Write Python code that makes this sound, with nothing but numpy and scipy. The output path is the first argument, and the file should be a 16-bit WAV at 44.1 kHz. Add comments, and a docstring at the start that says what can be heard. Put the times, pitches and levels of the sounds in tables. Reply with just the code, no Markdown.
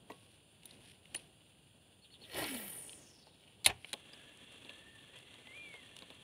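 """Insects hiss over a swampy lake while fishing tackle clicks, a sleeve rustles and a small bird chips.
The bail (the reel's wire arm) clicks open, the rod swishes through the air, and line pours off the spool
in a hiss that sinks as the lure slows. The bail snaps shut, the reel shudders, and its gears whine and
whirr as the line is wound in."""
import sys
import numpy as np
from scipy import signal
from scipy.fft import rfft, irfft
from scipy.io import wavfile

SR = 44100
rng = np.random.default_rng(int(sys.argv[2]) if len(sys.argv) > 2 else 0)


def inscribe(sig):
    """Save sig as 16-bit PCM at rate SR to the path in sys.argv[1].

    A 1-D sig is mono; a 2-D sig holds one channel per row.
    Samples are clipped to [-1, 1] before scaling.
    """
    pcm = np.round(np.clip(np.atleast_2d(sig).T, -1, 1) * 32767)
    wavfile.write(sys.argv[1], SR, pcm.astype(np.int16))


N = 275139
T = np.arange(N) / SR

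# tone shared by the clicks and whirr, strong middle tones and little above them: pitch_hz, level_db
MID_TONE = [(1300, -8), (2200, -4.5), (4300, -5), (5300, -18.5)]
# the bright edge of a click: pitch_hz, level_db
EDGE_TONE = [(2000, -15.5), (4500, -6.5), (6000, -9), (8000, -6.5), (9700, 2), (12000, -16), (15500, -21)]


def amp(db):
    """Turns decibels into a gain."""
    return 10 ** (np.asarray(db) / 20)


def unit(x):
    """Scales a sound to an average (rms) level of 1."""
    return x / np.sqrt(np.mean(x ** 2) + 1e-20)


def unit_hit(x):
    """Gives a short sound the energy of ten milliseconds at level 1."""
    return x / np.sqrt(np.sum(x ** 2) / (SR * .01))


def add(mix, start_s, sound):
    """Lays a sound into the mix."""
    part = mix[round(start_s * SR):][:len(sound)]
    part += sound[:len(part)]


def colour(x, spectrum, size=4096):
    """Shapes a sound's tone with a filter drawn through rows of pitch_hz, level_db."""
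    hz, db = np.transpose(spectrum)
    bins_hz = abs(np.fft.fftfreq(size, 1 / SR))
    log_gain = np.log(amp(np.interp(np.log(bins_hz + 1), np.log(hz + 1), db)))
    taps = np.fft.ifft(np.exp(np.conj(signal.hilbert(log_gain)))).real  # rings only after a hit
    return signal.oaconvolve(x, taps[:size // 2])[:len(x)]


def resonate(x, hz, width_hz):
    """Lets through the sound near one pitch, which may glide."""
    turn = np.exp(2j * np.pi * np.cumsum(hz * np.ones(len(x))) / SR)
    feedback = np.exp(-np.pi * width_hz / SR)
    return 2 * (turn * signal.lfilter([1 - feedback], [1, -feedback], x / turn)).real


def band(x, hz, width_hz):
    """The same resonance twice: a band with steep sides, at level 1."""
    return unit(resonate(resonate(x, hz, width_hz), hz, width_hz))


def wander(rate):
    """A smooth random curve that changes up to about rate times a second."""
    smoothing = np.exp(-(np.fft.rfftfreq(N, 1 / SR) / rate) ** 2)
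    return unit(irfft(rfft(rng.standard_normal(N)) * smoothing, N))


def grainy(rate, depth_db):
    """Noise that comes in random clumps."""
    return unit(rng.standard_normal(N) * amp(depth_db * wander(rate)))


def texture(spectrum, rate, depth_db):
    """Clumpy noise with a given tone, at level 1."""
    return unit(colour(grainy(rate, depth_db), spectrum))


def burst(decay_s, size=4096):
    """Two things touch: chatter that dies quickly."""
    return rng.choice([-1., 1.], size) * np.exp(-np.arange(size) / SR / decay_s)


def scattered(x, db, decay_s):
    """Adds close echoes, which ripple the tone."""
    tail = burst(decay_s)
    taps = rng.standard_normal(len(tail)) * tail
    echoes = signal.oaconvolve(x, taps / np.linalg.norm(taps))[:N]
    return (x + amp(db) * echoes) / np.hypot(1, amp(db))


def swell(peak_s, db, rise_s, hold_s, fall_s):
    """A gain that rises to db at peak_s, holds, then dies away."""
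    return amp(db) * np.exp(-np.maximum(peak_s - T, 0) / rise_s - np.maximum(T - peak_s - hold_s, 0) / fall_s)


def strokes(rows, rise_s, fall_s):
    """The joint gain of several swells that rise and fall alike."""
    return np.sqrt(sum(swell(s, db, rise_s, hold_s, fall_s) ** 2 for s, db, hold_s in rows))


def lakeside():
    """Low moving air and the shimmering hiss of far insects."""
    # tone of the air and of the insects: pitch_hz, level_db
    air_tone = [(25, -52), (45, -16.5), (80, -3.5), (135, -2), (210, -8), (355, -17), (730, -19),
                (1500, -28), (2500, -60)]
    insect_tone = [(1000, -35), (1500, -12), (2200, -5), (3700, -2.5), (4400, -12.5), (5800, -27),
                   (7100, -13), (7800, -21.5), (8800, -6.5), (9800, 0), (10900, -15.5), (13000, -24),
                   (15500, -21)]
    air = amp(-69.5) * texture(air_tone, rate=2.9, depth_db=0.4)
    chorus = scattered(grainy(rate=26, depth_db=1), db=-6, decay_s=0.0016)
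    return air + amp(-69) * unit(colour(chorus, insect_tone))


def bird():
    """A held note flicks downward; the flick bounces off the water, then scatters in the reeds."""
    # the chips: flick_s, level_db
    chips = [(2.043, -61), (2.138, -58.5), (2.236, -55), (2.334, -52.5), (2.444, -51), (2.565, -52)]
    # shape of one chip: time_from_flick_s, pitch_hz, relative_db
    chip_shape = [(-.027, 4100, -18), (-.021, 4280, -6), (-.011, 4400, -3), (-.001, 4200, -7),
                  (.002, 3700, 4), (.006, 2800, 4), (.009, 2400, -20)]
    times, hz, shape_db = np.transpose(chip_shape)
    t = np.arange(times[0], times[-1], 1 / SR)
    song = np.zeros(N)
    for flick_s, db in chips:
        pitch = np.interp(t, times, hz) * (1 + 0.0065 * rng.standard_normal())
        gain = amp(db + np.interp(t, times, shape_db))
        add(song, flick_s + times[0], gain * np.sin(2 * np.pi * np.cumsum(pitch) / SR))
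    flick = colour(song, [(3600, 0.5), (4200, -6.5)])
    echo = np.roll(scattered(flick, db=7, decay_s=0.011), round(0.0076 * SR))
    return song + amp(3.5) * echo


def hands():
    """A sleeve rustles as the arm moves, and line rubs on the fingers and the rod's rings."""
    # tone of the cloth and of the rubbing line: pitch_hz, level_db
    cloth_tone = [(30, -16), (80, -2), (300, 0.5), (800, -8), (1300, -19), (3000, -21), (6000, -60)]
    rub_tone = [(880, -66), (1500, -13), (2040, -13), (2770, -5), (3810, -9), (7460, -28), (9650, -9),
                (16000, -45)]
    # arm movements and slides of the line: peak_s, level_db, hold_s
    rustles = [(0, -66, .03), (.74, -63.5, .02), (1.17, -66.5, 0.058), (2.25, -66, 0.76), (3.2, -73.5, 3.4)]
    slides = [(.12, -70, .22), (.69, -64.5, 0.051), (.85, -62, 0.059), (1.16, -60.5, 0.042),
              (2.25, -65.5, 0.074), (3.865, -59, 0.034)]
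    arm = np.hypot(amp(-73), strokes(rustles, rise_s=0.1, fall_s=0.18))  # never quite still
    sleeve = arm * texture(cloth_tone, rate=23, depth_db=1.5)
    line = strokes(slides, rise_s=0.051, fall_s=0.039) * texture(rub_tone, rate=270, depth_db=3)
    return sleeve + line


def tackle():
    """Each click has a short ring, a knock through the rod and a bright edge; some parts ring on."""
    # clicks of reel and tackle: start_s, level_db, ring_hz, knock_relative_db, edge_relative_db
    clicks = [(0.0995, -61, 2070, 12.5, -32), (0.1032, -61, 1960, 15, -30), (0.1192, -57.5, 3030, -25, -14),
              (0.633, -62.5, 2780, -9, -7), (.656, -57.5, 3400, -11, -1), (0.7102, -57, 4300, -20, -10),
              (1.056, -61, 2680, -17, -13), (1.1456, -47, 2980, -4, -3), (1.1489, -42, 2420, -9.5, -0.5),
              (1.163, -55, 3830, -10, -1), (2.2173, -63.5, 3400, 4, -12), (2.345, -52, 3400, 1, -3),
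              (2.442, -44, 3760, -25, -11), (2.894, -52.5, 3160, -30, -18), (2.931, -56, 3170, -18, -13),
              (3.27, -65, 980, 2.5, -23), (3.6447, -52, 3700, -13, 5), (3.6482, -37.5, 4170, -26, -11),
              (3.6532, -40, 4000, -22, -6), (3.8459, -46.5, 2540, -13.5, -35),
              (3.9308, -39.5, 3240, -10.5, -3), (3.9379, -41.5, 2970, -6, -12),
              (4.648, -58, 3280, -0.5, -21), (4.694, -48.5, 2950, -10.5, -27), (5.188, -67, 3000, -15, 3),
              (5.341, -60.5, 3370, -9, -11), (5.471, -56, 2790, -5, -32), (5.74, -57.5, 1850, -1.5, -11),
              (5.966, -54.5, 3100, -11, -3.5), (5.989, -56.5, 3220, -22, -4), (6.022, -53, 3150, -2.5, -29),
              (6.103, -54.5, 2950, -2, -16)]
    # tone of the knock: pitch_hz, level_db
    knock_tone = [(60, -45), (200, -3.5), (450, 0.5), (650, -4.5), (800, -3), (1050, -4.5), (1350, -24),
                  (5000, -34)]
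    # parts that ring on, the bail wire highest: start_s, pitch_hz, level_db, ring_s (to fall 60 dB)
    pings = [(.099, 1940, -49, 0.079), (0.103, 1104, -64.5, 0.47), (.6562, 14700, -34, 0.0079),
             (0.655, 9780, -42, .04), (1.158, 9700, -29.5, 0.042), (1.163, 4380, -41, 0.032),
             (4.133, 4890, -41, 0.017)]
    ticks = 1.0 * (rng.random(N) < 9 / SR)  # loose tackle, about 9 faint ticks a second
    ticks = band(scattered(ticks, db=12, decay_s=0.0047), hz=3100, width_hz=1500)
    out = amp(-82.5) * unit(colour(ticks, MID_TONE))
    for start_s, db, hz, knock_db, edge_db in clicks:
        ring = unit_hit(colour(band(burst(decay_s=0.002), hz, 0.51 * hz), MID_TONE))
        knock = unit_hit(colour(burst(decay_s=0.013), knock_tone))
        edge = unit_hit(colour(burst(decay_s=0.002), EDGE_TONE))
        add(out, start_s, amp(db) * (ring + amp(knock_db) * knock + amp(edge_db) * edge))
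    t = T[:SR // 2]
    onset = 1 - np.exp(-t / 0.0009)
    for start_s, hz, db, ring_s in pings:
        add(out, start_s, amp(db - 60 * t / ring_s) * onset * np.sin(2 * np.pi * hz * t))
    return out


def swish():
    """Air swirls behind the rod: each sweep is a whoosh and a wavering note that sinks as the rod slows."""
    # air torn by the rod: pitch_hz, level_db
    whoosh_tone = [(24, -54), (40, -25), (70, -4.5), (232, -15), (310, -2), (420, -4.5), (560, -2.5),
                   (1060, -9.5), (1500, -49), (1950, -55), (3300, -120)]
    # stroke and follow-through: peak_s, whoosh_db, fall_s, note_db, pitch_hz, sag_octaves_per_s
    sweeps = [(2.378, -42, 0.045, -52, 370.6, 7), (2.52, -53.5, 0.15, -45.5, 271, 3.4)]
    out = np.zeros(N)
    for peak_s, whoosh_db, fall_s, note_db, hz, sag in sweeps:
        whoosh = texture(whoosh_tone, rate=62, depth_db=1.5)
        pitch = hz * 2 ** (-sag * np.clip(T - peak_s, -.5, .5)) * (1 + 0.036 * wander(rate=94))
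        note = unit(np.sin(2 * np.pi * np.cumsum(pitch) / SR) * amp(2.3 * wander(rate=62)))
        out += swell(peak_s, whoosh_db, rise_s=0.023, hold_s=0.05, fall_s=fall_s) * whoosh
        out += swell(peak_s, note_db, rise_s=0.044, hold_s=0.033, fall_s=0.071) * note
    return out


def flying_line():
    """Coils slap the rings and hiss over the spool lip; as they slow, the hiss narrows and sinks."""
    # tone of line on the spool lip and of coils on the rings: pitch_hz, level_db
    hiss_tone = [(2350, -61), (4000, -32), (6440, -8.5), (7570, 1), (9720, 11.5), (12800, 2), (14900, 2.5),
                 (16000, -5)]
    slap_tone = [(650, -39), (1100, -18), (1410, -6), (1900, -3), (2250, -3), (3080, -3), (4240, -10.5),
                 (6000, -17), (7800, -37), (13200, -120)]
    release_s, sing_s, slowing_s, octaves_per_s = 2.385, 2.613, 0.86, 2.68
    rush = swell(release_s, db=-46, rise_s=0.038, hold_s=0.14, fall_s=0.14)
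    rush *= texture(hiss_tone, rate=59, depth_db=2.3)
    slap = swell(release_s, db=-42, rise_s=0.038, hold_s=0, fall_s=0.17)
    slap *= texture(slap_tone, rate=430, depth_db=3)
    speed = 2 ** (-octaves_per_s * np.clip(T - sing_s, 0, slowing_s))
    centre_hz = 14200 * speed * (1 + 0.047 * wander(rate=330))  # coils leave the spool unevenly
    spread = np.interp(T, [2.9, 3.2], [1, 0])  # fast coils are less orderly
    wide = resonate(band(grainy(rate=230, depth_db=-1.5), centre_hz, 5300), centre_hz, 5500)
    narrow = band(grainy(rate=300, depth_db=4), centre_hz, 1280)
    # fast coils sing briefly; the last slow ones only whisper
    coils = strokes([(sing_s, -51.5, 0.089), (sing_s, -71.5, slowing_s)], rise_s=0.07, fall_s=0.19)
    sing = coils * (np.sqrt(spread) * unit(wide) + np.sqrt(1 - spread) * narrow)
    wire = amp(16.5) * resonate(sing, hz=9360, width_hz=370)  # the bail rings as the hiss passes its pitch
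    return scattered(rush + slap + sing + wire, db=-4.5, decay_s=0.0053)


def bail_snap():
    """The sprung bail hits its stop, rings rod and reel, and leaves the reel's spinning head rattling."""
    # the hit and its bounces: start_s, level_db, decay_s
    slams = [(3.6616, -24, 0.00067), (3.6632, -21, 0.0031), (3.673, -36, 0.00092), (3.6755, -42, 0.008)]
    # notes of rod and reel: pitch_hz, relative_db, ring_s (to fall 60 dB)
    notes = [(88, -6, 0.4), (123, -7.5, 0.35), (382, -3, 0.1), (778, 0.5, 0.19), (890, -8, 0.11),
             (2130, 9, 0.045), (2230, -26, 0.04), (2600, 13, 0.074), (3200, 11, 0.033), (3760, 9, 0.078),
             (4050, -5, .06), (4280, 9, 0.079)]
    # the head rattles, rebounds and settles: peak_s, level_db, rise_s, fall_s
    rattles = [(3.666, -32, 0.0029, 0.015), (3.701, -35, 0.0081, 0.0064), (3.72, -57, .008, 0.04)]
    # tone of the hit and of the rattle: pitch_hz, level_db
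    slam_tone = [(120, -52.5), (200, -34), (836, 0.5), (1230, -22), (2050, 0.5), (2610, 1.5), (4120, 2),
                 (5840, -13.5), (7270, -3.5), (7970, -9.5), (10100, 5), (12600, -15), (14100, -7),
                 (16000, -43)]
    rattle_tone = [(29, -33), (50, -7), (321, -12), (408, -2), (495, -14), (765, -0.5), (1300, -15.5),
                   (2620, -6.5), (4790, -26.5), (9410, -33), (16000, -48)]
    out = np.zeros(N)
    for start_s, db, decay_s in slams:
        add(out, start_s, amp(db) * unit_hit(colour(burst(decay_s), slam_tone)))
    t = T[:SR // 2]
    ring = sum(amp(db - 60 * t / ring_s) * np.sin(2 * np.pi * (hz * t + rng.random()))
               for hz, db, ring_s in notes)
    add(out, slams[0][0], amp(-39.5) * ring * (1 - np.exp(-t / 0.0027)))
    chatter = grainy(rate=890, depth_db=1)
    shudder = sum(swell(peak_s, db, rise_s, 0, fall_s) for peak_s, db, rise_s, fall_s in rattles)
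    return out + colour(shudder * chatter, rattle_tone) / np.std(colour(chatter, rattle_tone))


def gear_whine():
    """Gear teeth meet at a pitch that follows the speed of the crank."""
    # how fast the teeth meet: time_s, pitch_hz
    crank = [(4.15, 1666), (4.42, 1763), (4.68, 1710), (4.9, 1793), (5.08, 1724), (5.22, 2072),
             (5.46, 2007), (5.53, 2135), (5.565, 2404), (5.63, 2404), (5.79, 2085), (5.85, 1805)]
    # the teeth catch on some turns: peak_s, level_db, hold_s
    catches = [(4.14, -68.5, .14), (4.4, -70, 0.033), (4.69, -67, 0.294), (5.11, -67.5, .03),
               (5.22, -72, 0.17)]
    teeth_hz = np.interp(T, *np.transpose(crank))
    spurt_db = -53 + 22 * np.log2(teeth_hz / teeth_hz.max())  # one fast turn sings out, louder with speed
    spurt = swell(5.475, spurt_db, rise_s=0.013, hold_s=0.18, fall_s=0.21)
    load = np.hypot(strokes(catches, rise_s=0.034, fall_s=0.058), spurt)
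    slack = (1 - load / load.max()) ** 2  # a slack crank turns unsteadily
    pitch = teeth_hz * (1 + 0.0054 * wander(rate=84) + .018 * slack * wander(rate=13))
    tone = unit(np.sin(2 * np.pi * np.cumsum(pitch) / SR) * amp(1.6 * wander(rate=82)))
    rough = band(rng.standard_normal(N), pitch, width_hz=110)
    firm = np.clip(1.16 * (load / load.max()) ** .5, 0, 1)  # lightly loaded teeth meet unevenly
    return load * (firm * tone + np.sqrt(1 - firm ** 2) * rough)


def reel_whirr():
    """Rubbing gears whirr in their housing while line ticks onto the spool."""
    # resonances of the housing: pitch_hz, width_hz, relative_db
    resonances = [(1815, 110, -22), (2110, 120, -10.5), (2800, 220, -1), (3290, 470, 2.5),
                  (4250, 94, -12.5)]
    # tone of the turning reel: pitch_hz, level_db
    whirr_tone = [(59, -33), (100, 2), (166, -12.5), (249, 1.5), (502, -2), (1330, -10), (1760, -3.5),
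                  (1950, -8.5), (3250, 1), (4770, -24), (9820, -13.5), (16000, -47)]
    # the hand presses harder on the crank: peak_s, level_db, hold_s
    surges = [(4.6, -62.5, 0.13), (5.5, -66, 0.65)]
    rubbing = grainy(rate=330, depth_db=2.5)
    ringing = sum(amp(db) * band(rubbing, hz, 1.5 * width_hz) for hz, width_hz, db in resonances)
    housing = unit(colour(ringing, MID_TONE))
    whirr = texture(whirr_tone, rate=74, depth_db=2.5)
    slips = rng.standard_normal(N) * (rng.random(N) < 14 / SR)  # about 14 a second
    ticks = unit(colour(slips, EDGE_TONE))
    body = scattered(amp(-3) * housing + amp(-0.5) * whirr, db=-10, decay_s=0.016)
    turning = np.exp(-np.maximum(3.97 - T, 0) / 0.084)  # winding is under way by 3.97 s
    effort = np.hypot(amp(-63.5) * turning, strokes(surges, rise_s=0.19, fall_s=0.1))
    unsteady = amp(1.24 * wander(rate=11))  # no two turns are alike
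    return effort * (unsteady * body + amp(-18.5) * ticks)


def scene():
    """Everything is out in the open, so there is no room echo."""
    background = lakeside() + bird() + hands() + tackle()
    return (background + swish() + flying_line() + bail_snap() + gear_whine() + reel_whirr())[None]


def record(dry):
    """Cuts the highest treble, above 15700 Hz."""
    low_pass = signal.firwin(511, 15700, window=("kaiser", 9), fs=SR)
    return signal.oaconvolve(dry, low_pass[None], "same")


dry = scene()
out = record(dry)
inscribe(out)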